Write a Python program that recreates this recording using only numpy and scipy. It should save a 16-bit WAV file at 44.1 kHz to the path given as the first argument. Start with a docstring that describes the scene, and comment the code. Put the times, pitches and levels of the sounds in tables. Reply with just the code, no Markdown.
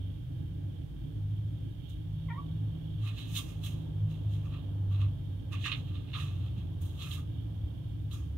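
"""Kittens scuffling on a plastic base

Paws of two kittens drag and claws click close by: noise and impulses excite the modes of the hard base,
with fur fizz, damped-sine landings, a short room tail and one squeak of gliding sines with subharmonics.
Behind them a distant engine drones as wavering multiples of its firing pattern, with hum and rumble,
under traffic roar and microphone hiss of filtered noise; the right microphone adds a resonant murmur."""
import sys
import numpy as np
from scipy import signal
from scipy.fft import rfft, irfft, next_fast_len
from scipy.io import wavfile
from scipy.ndimage import map_coordinates

SR = 44100
rng = np.random.default_rng(int(sys.argv[2]) if len(sys.argv) > 2 else 0)


def output_pcm(signal):
    """Save a mono or channel-first signal as 16-bit PCM at the path in sys.argv[1].

    Samples are clipped to [-1, 1] before scaling.
    """
    pcm = np.clip(np.atleast_2d(signal).T, -1, 1) * 32767
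    wavfile.write(sys.argv[1], SR, np.round(pcm).astype(np.int16))


N = 369205  # length in samples


def amp(db):
    """Level law: decibels to amplitude gain."""
    return 10 ** (np.asarray(db) / 20)


def unit(x):
    """Normalisation: each channel is brought to rms 1."""
    return x / np.sqrt(np.mean(x ** 2, axis=-1, keepdims=True) + 1e-20)


def along(points, hz):
    """Interpolation on a logarithmic frequency axis through (f, value) points."""
    f, v = np.transpose(points)
    return np.interp(np.log(hz + 1), np.log(f + 1), v)


def curves(rows):
    """Linear interpolation in time: one value per sample for each column after the time."""
    s, *columns = np.transpose(rows)
    t = np.arange(N) / SR
    return np.array([np.interp(t, s, column) for column in columns])


def wobble(rate):
    """Slow random modulation: a smooth curve through random knots, rate of them a second."""
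    knots = rng.standard_normal(int(N * rate / SR) + 4)
    return map_coordinates(knots, [np.arange(N) * rate / SR])


def filtered(x, response):
    """Linear filtering: the spectrum of x times a complex response of frequency."""
    m = next_fast_len(N + SR // 2)
    hz = np.fft.rfftfreq(m, 1 / SR)
    return irfft(rfft(x, m) * response(hz), m)[..., :N]


def coloured(spectrum, channels):
    """Spectral shaping of white noise: uncorrelated channels of rms 1 with one spectrum."""
    white = rng.standard_normal((channels, N))
    return unit(filtered(white, lambda hz: amp(along(spectrum, hz))))


def modes(table):
    """Modal superposition: causal resonances of alternating sign, unit mean power in the last column."""
    def response(f):
        total = 0
        for k, (centre, width, *db) in enumerate(table):
            resonance = 1j * f * width / (centre * centre - f * f + 1j * f * width)
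            total = total + (-1) ** k * amp(db)[:, None] * resonance
        return total / np.sqrt(np.mean(np.abs(total[-1]) ** 2))
    return response


def room_tone():
    """Stationary and swelling noise: far traffic, microphone hiss, and resonant murmur at the right."""
    # relative noise density of the traffic: f/Hz, level/dB
    traffic_spectrum = [(150, -30), (220, 4), (400, -7.5), (520, -7.5), (700, -11.5), (850, -12.5),
                        (1200, -20), (2500, -50.5)]
    # strength of the traffic roar, before gusts: t/s, level/dB
    roar_level = [(0, -67), (.3, -75), (1.49, -69), (1.89, -76), (2.3, -62.5), (4.05, -62), (4.31, -58.5),
                  (5.5, -63), (5.8, -60), (6.36, -62), (7.81, -61), (8, -67), (8.37, -63.5)]
    # relative noise density of the hiss: f/Hz, level/dB
    hiss_spectrum = [(300, -29), (700, -2), (1500, -3.5), (3000, -5), (7500, -15.5), (12000, -13),
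                     (16000, -14.5)]
    # resonances at the right microphone: f/Hz, width/Hz, relative level/dB
    murmur_humps = [(280.8, 56, 3), (321.3, 14, 1), (430, 174, -15.5), (590, 180, -20.5), (824, 36, -19.5),
                    (1608, 170, -27), (2330, 89, -29.5), (2894, 250, -25), (3150, 88, -18),
                    (3335, 270, -21), (3687, 90, -21.5), (4290, 200, -35.5), (11900, 740, -42)]
    # strength of the high humps of the murmur: t/s, level/dB
    high_murmur_level = [(0, -63.5), (1.2, -65.5), (2.2, -60.5), (2.9, -61.5), (4, -62.5), (6.5, -62),
                         (8.37, -64.5)]

    left, right, both = coloured(traffic_spectrum, channels=3)
    gusts_db = 1.5 * wobble(4)
    roar = amp(curves(roar_level)[0] + gusts_db) * (np.array([left, right]) + 0.68 * both)
    tone = roar + amp(-69) * coloured(hiss_spectrum, channels=2)

    def humps(f):
        power = sum(amp(2 * db) / (1 + (2 * (f - hz) / width) ** 4) for hz, width, db in murmur_humps)
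        return np.sqrt(power)

    def murmur(band):
        wandering = rng.standard_normal(N) * amp(1.6 * wobble(8))
        return unit(filtered(wandering, lambda f: humps(f) * band(f)))

    # low and high humps waver apart
    tone[1] += amp(-50.5) * murmur(lambda f: f < 2000)
    tone[1] += amp(curves(high_murmur_level)[0]) * murmur(lambda f: f >= 2000)
    return tone


def engine():
    """Harmonic series of a periodic source: multiples of the firing pattern, with mains hum and rumble."""
    # far engine, rate of the firing pattern: t/s, f/Hz
    firing_rate = [(0, 24.3), (.7, 24.65), (1.3, 25.9), (2, 26.4), (2.7, 26.5), (3.4, 26.5), (4.1, 25.8),
                   (5, 24.7), (6, 24.05), (6.6, 23), (7, 22.2), (7.6, 21.3), (8.37, 20.6)]
    # swelling and fading of multiple 4: t/s, rms level/dB
    fourth_level = [(0, -36), (.27, -48), (.66, -39), (1.06, -58), (1.2, -36), (1.46, -34.5), (1.8, -50.5),
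                    (1.99, -41), (2.26, -40), (2.52, -45.5), (2.66, -30), (2.8, -52), (3.06, -30),
                    (3.19, -48), (3.32, -36), (3.46, -49), (3.6, -39), (3.72, -37), (3.9, -43.5),
                    (4.04, -27), (4.15, -44), (4.3, -30), (4.58, -42.5), (4.78, -33), (5.05, -25.5),
                    (5.17, -43.5), (5.31, -35), (5.45, -43.5), (5.58, -34), (5.71, -48.5), (5.98, -38),
                    (6.11, -43), (6.4, -34), (6.64, -42.5), (6.86, -35), (7.04, -47), (7.17, -37),
                    (7.31, -52), (8.1, -50), (8.37, -47.5)]
    # swelling and fading of multiple 6: t/s, rms level/dB
    sixth_level = [(0, -53.5), (.66, -47), (.93, -56), (1.2, -47.5), (1.59, -47), (1.73, -57), (2.26, -40),
                   (2.39, -44.5), (2.52, -38), (2.66, -46), (2.79, -38), (3.06, -49.5), (3.19, -56),
                   (3.33, -41), (3.46, -55), (3.59, -41.5), (3.95, -43.5), (4.1, -35.5), (4.25, -49),
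                   (4.38, -40.5), (4.85, -51.5), (5.05, -43), (5.31, -46), (5.55, -71), (5.85, -41),
                   (5.98, -59), (6.24, -41.5), (6.4, -59), (8.37, -73)]
    # weak multiples, before walls and drift: multiple, rms level/dB
    weak_orders = [(2, -50.5), (3, -49.5), (3.5, -49), (5, -45), (7, -53.5), (8, -59)]
    # transmission through the walls: f/Hz, gain/dB
    walls = [(42, -6), (50, -2), (64, -4), (74, 2.5), (90, -13.5), (105, 3.5), (120, 0), (132, -17),
             (160, 6), (180, -10), (215, -36)]
    # hum of an appliance: f/Hz, rms level/dB
    mains = (59.6, -55.5)
    # relative noise density of the rumble: f/Hz, level/dB
    rumble_spectrum = [(20, -31.5), (40, -8.5), (50, -7.5), (80, -5), (110, 0), (165, -8), (200, -20.5),
                       (300, -24.5), (500, -41.5), (900, -49.5), (2000, -88.5)]
    drift_db = 3.5  # slow wavering of the weak multiples

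    speed = curves(firing_rate)[0]
    turns = np.cumsum(speed) / SR
    levels = [(4, curves(fourth_level)[0]), (6, curves(sixth_level)[0])]
    for order, db in weak_orders:
        levels.append((order, db + along(walls, order * speed) + drift_db * wobble(4)))
    lines = np.zeros(N)
    for order, db in levels:
        phase = 2 * np.pi * (order * turns + rng.random()) + 0.49 * wobble(6)
        lines += np.sqrt(2) * amp(db) * np.sin(phase)

    hum_hz, hum_db = mains
    hum = np.sqrt(2) * amp(hum_db) * np.sin(2 * np.pi * hum_hz * np.arange(N) / SR)
    shared, apart = coloured(rumble_spectrum, channels=2)
    centre = (lines + hum + amp(-42.5) * shared) * amp([[-.25], [.25]])
    return centre + amp(-53) * apart * [[1], [-1]]  # a little rumble in antiphase


def thuds():
    """Damped oscillation: a soft paw landing is a low sine with a quick onset and exponential decay."""
    # soft landings: t/s, level/dB of the decay at its start, f/Hz
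    landings = [(4.08, -37, 150), (6.575, -32, 190), (7.638, -24, 72)]
    out, t = np.zeros(N + SR), np.arange(SR // 5) / SR
    for s, db, hz in landings:
        decay = amp(db - 60 * t / 0.1)  # 60 dB in 0.1 s
        onset = 1 - np.exp(-t / 0.0019)
        out[round(s * SR):][:len(t)] += decay * onset * np.sin(2 * np.pi * hz * t)
    return out[:N]


def squeak():
    """Stick-slip friction: a gliding tone and octave, with subharmonics from alternate weak pulses."""
    # glide of the squeak: t/s, f/Hz, level/dB of the fundamental before roughness and balance
    glide = [(2.283, 1120, -75), (2.288, 1080, -53), (2.298, 960, -52), (2.306, 925, -47), (2.33, 945, -47),
             (2.34, 965, -44), (2.348, 1000, -53), (2.374, 1080, -52), (2.381, 1135, -45),
             (2.394, 1145, -47), (2.42, 1150, -75)]
    clear_db, rough_per_db = -48, .05  # the weaker the squeak, the rougher, within limits
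    # lines halfway between harmonics: strongest at the lowest pitch, then they stop
    halfway_db, halfway_fade_db_per_hz, halfway_end_s = -8, .2, 2.322  # level before the line weights
    octave_fade_s, octave_fade_db_per_s = 2.315, 260  # the octave thins out from here

    pitch_hz, level_db = curves(glide)
    t = np.arange(N) / SR
    rough = np.clip(.1 + rough_per_db * (clear_db - level_db), .1, .35)
    halfway = amp(halfway_db - halfway_fade_db_per_hz * (pitch_hz - pitch_hz.min()))
    halfway *= np.clip((halfway_end_s - t) / .01, 0, 1)
    octave = amp(-octave_fade_db_per_s * np.clip(t - octave_fade_s, 0, 1))

    phase = 2 * np.pi * np.cumsum(pitch_hz) / SR + 1.7 * rough * wobble(300)
    tone = np.sin(phase) + octave * np.sin(2 * phase)
    tone += halfway * (1.3 * np.sin(3 / 2 * phase) + 1.7 * np.sin(5 / 2 * phase))
    sounding = (t > glide[0][0]) & (t < glide[-1][0])
    envelope = sounding * amp(level_db + 9 * rough * wobble(160))
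    return envelope * tone * amp([[-.5], [.5]])


def room(x):
    """Reverberant decay: convolution with a noise tail whose T60 depends on f, different on each side."""
    # reverberation time: f/Hz, T60/s
    decay_time = [(500, 0.35), (3000, 0.13), (12000, 0.02)]
    hz, t, cells = signal.stft(rng.standard_normal((2, SR // 3)), SR, nperseg=256)
    fading = amp(-60 * t / along(decay_time, hz)[:, None])
    tail = signal.istft(cells * fading, SR, nperseg=256)[1]
    return signal.fftconvolve(x, tail / np.linalg.norm(tail[0]), axes=1)[:, :N]


def strokes():
    """Friction envelopes: each drag swells to a peak, holds and dies away, for five excited parts."""
    # paw drags: peak t/s, rise/ms per 20 dB, fall/ms per 20 dB, then drive level/dB of
    # lower plastic modes, upper plastic modes, hollow modes, fur fizz, fur sheen
    drags = [ (1.896, 14, 65, -84, -64, -91, -69, -67), (3.026, 38, 62, -70, -60, -76, -74.5, -75),
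             (3.075, 60, 69, -52.5, -50.5, -58, -64.5, -65.5),
             (3.189, 53, 110, -53.5, -46.5, -68, -61.5, -62), (3.304, 60, 78, -63, -61, -72, -64, -62),
             (3.359, 39, 50, -50.5, -43, -68, -52, -48.5), (3.372, 24, 30, -60, -41.5, -72, -52, -47.5),
             (3.385, 20, 32, -61, -63, -57, -54.5, -53), (3.42, 40, 198, -65, -60, -80, -60.5, -62.5),
             (3.49, 30, 68, -64, -66, -70, -70, -68), (3.641, 25, 45, -62, -49.5, -67, -62, -57),
             (3.662, 30, 73, -57.5, -54, -74, -58, -54.5), (3.72, 50, 250, -71.5, -64.5, -76, -74, -73),
             (4.11, 42, 130, -65.5, -63, -77, -71, -72.5),
             (4.336, 78, 110, -67.5, -62.5, -88, -70.5, -69.5),
             (4.454, 38, 60, -66.5, -72, -64, -75, -84.5), (4.53, 32, 90, -61, -58.5, -60, -78.5, -84),
             (4.922, 31, 89, -62, -58, -62.5, -71, -74.5), (5.014, 41, 69, -55.5, -54, -59, -71, -73),
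             (5.528, 16, 52, -44, -47.5, -51, -58.5, -64.5), (5.62, 45, 49, -63, -51.5, -79, -63, -73),
             (5.659, 23.5, 59, -32.5, -35.5, -46.5, -49.5, -63.5),
             (5.717, 4.5, 34, -38, -37, -50.5, -64, -68), (5.77, 48, 115.5, -71, -59, -82, -68, -75),
             (5.882, 33, 40, -65, -68, -76, -85, -78), (5.954, 88, 113, -65, -57, -67, -76, -79.5),
             (6.098, 78, 60, -63, -65, -78, -90, -89), (6.135, 6.5, 41, -44, -38, -61, -85, -77),
             (6.152, 20, 120, -45.5, -47, -50.5, -70, -72.5), (6.2, 80, 177, -61, -55.5, -64, -59.5, -65.5),
             (6.456, 142, 100, -68, -62.5, -70, -78, -81), (6.575, 20, 120, -67, -63, -75, -78, -80),
             (6.817, 10, 58, -70, -60.5, -76, -68, -58), (6.86, 40, 250, -81, -65, -82, -72.5, -65),
             (7.003, 46, 40, -60, -49, -65.5, -66, -67), (7.024, 20, 76, -55.5, -47, -62, -59, -63.5),
             (7.07, 50, 45, -65, -70, -60, -77, -69), (7.13, 77, 80, -57, -49.5, -70, -57, -52.5),
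             (7.185, 48, 25, -65, -80, -59, -72, -72.5), (8.112, 5, 50, -69, -49, -70, -77.5, -67.5),
             (8.13, 20, 138, -64, -75, -63, -58.5, -63)]
    hold_s = 0.0071  # a drag stays at its peak this long
    out, t = np.zeros((5, N + 2 * SR)), np.arange(-SR // 2, SR) / SR
    for s, rise_ms, fall_ms, *db in drags:
        rise = -1000 * t / rise_ms
        fall = 1000 * np.maximum(t - hold_s, 0) / fall_ms
        shape = amp(-20 * np.maximum(rise, fall))
        out[:, round(s * SR):][:, :len(t)] += amp(db)[:, None] * shape
    return out[:, SR // 2:][:, :N]


def grit(spiky_db):
    """Granular friction: dense tiny slips of uneven size, in clumps."""
    sizes = amp(spiky_db * rng.exponential(size=N) + 1.97 * wobble(170))
    return unit(sizes * rng.standard_normal(N) * (rng.random(N) < .12))


def plastic(lower, upper):
    """Modal resonance: two mode groups of the base ring, and a band-pass weakens all far outside them."""
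    # modes of the plastic base: f/Hz, width/Hz, relative left level/dB, relative right level/dB
    lower_modes = [(1683, 230, -16, -15), (2110, 200, -19, -9), (2324, 150, -10, -12.5),
                   (2547, 138, -7, 0.5), (2838, 130, -16.5, -0.5)]
    # the higher group, same columns: f/Hz, width/Hz, left level/dB, right level/dB
    upper_modes = [(2995, 260, -11.5, -7.5), (3186, 145, -16, 3), (3280, 187, -10.5, 3),
                   (3603, 113, -21.5, 2.5), (3856, 140, -10.5, -1), (4230, 370, -28, -14)]
    ring = filtered(lower, modes(lower_modes)) + filtered(upper, modes(upper_modes))
    band = signal.butter(3, [1550, 5000], "bandpass", fs=SR, output="sos")
    return signal.sosfilt(band, ring)


def fur(fizz, sheen):
    """Broadband friction noise: fizz, uncorrelated on each side; its top, the sheen, has its own strength."""
    # relative noise density of the fur: f/Hz, level/dB
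    fur_spectrum = [(1500, -92), (3800, -12), (5000, 0), (6000, -0.5), (6550, 7), (7200, -3), (9000, -1),
                    (11000, -4), (13000, -2), (15700, -8)]
    hairs = amp(0.73 * wobble(90)) * coloured(fur_spectrum, channels=2)
    # the camera body shades the left treble
    hairs = filtered(hairs, lambda hz: amp(np.array([[-.3], [.3]]) * hz / 1000 + 1.0))
    top = filtered(hairs, lambda hz: 1 / (1 + (8500 / (hz + 1)) ** 4))
    return fizz * (hairs - top) + sheen * top


def paws():
    """Forced vibration: friction noise and claw impulses excite the resonances of the plastic base."""
    # claw clicks: t/s, impulse level/dB
    claws = [(3.19, -29), (4.115, -35), (5.0155, -28), (5.5313, -23), (5.6804, -18), (5.7174, -11),
             (5.7254, -10), (5.7374, -13), (5.7484, -19), (5.9179, -37), (5.9703, -32), (6.1005, -33),
             (6.117, -32), (6.1324, -26), (6.1389, -17), (6.1644, -24), (7.0219, -24), (7.137, -26),
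             (8.1115, -35)]
    # hollow modes of the base: f/Hz, width/Hz, relative left level/dB, relative right level/dB
    hollow_modes = [(1148, 196, -1, 1.5), (1180, 178, 0.5, 2.5)]

    lower, upper, hollow, fizz, sheen = strokes()
    blows = np.zeros(N)
    for s, db in claws:
        skip_db = -9 + rng.normal(0, 2)  # a claw tip skips once, 60 samples later
        blows[round(s * SR) + np.array([0, 60])] = amp(db + np.array([0, skip_db]))

    # scattered paths differ per side
    side_grit = np.array([grit(spiky_db=-2.0), grit(spiky_db=3.0)])
    rub = grit(spiky_db=1.56) + amp(-3.5) * side_grit
    # the pad lifts as a claw strikes, and recovers with a 12 ms time constant
    lifted = signal.lfilter([1], [1, -np.exp(-1 / (.012 * SR))], blows > 0)
    rub = rub * (1 - .45 * np.clip(lifted, 0, 1))

    body = amp(1.2) * plastic(lower * rub, upper * rub) + plastic(0.8 * blows, blows)
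    low = amp(-0.6) * filtered(hollow * rng.standard_normal(N), modes(hollow_modes))

    def lag(hz):  # the left microphone is a little further: 0.07 ms
        return np.exp(-2j * np.pi * hz * np.array([[.00007], [0]]))

    return filtered(body + low, lag) + fur(fizz, sheen)


def scene():
    """Superposition: near sounds, the paws and squeak with a room tail, over engine and room tone."""
    near, cry = paws(), squeak()
    tail = amp(-7.5) * room(near)
    echo = amp(-7) * room(cry)
    return near + tail + cry + echo + thuds() + engine() + room_tone()


def record(dry):
    """Band limitation: the camera keeps nothing above a sharp cutoff."""
    top_hz = 15714
    return filtered(dry, lambda hz: hz < top_hz)


dry = scene()
out = record(dry)
output_pcm(out)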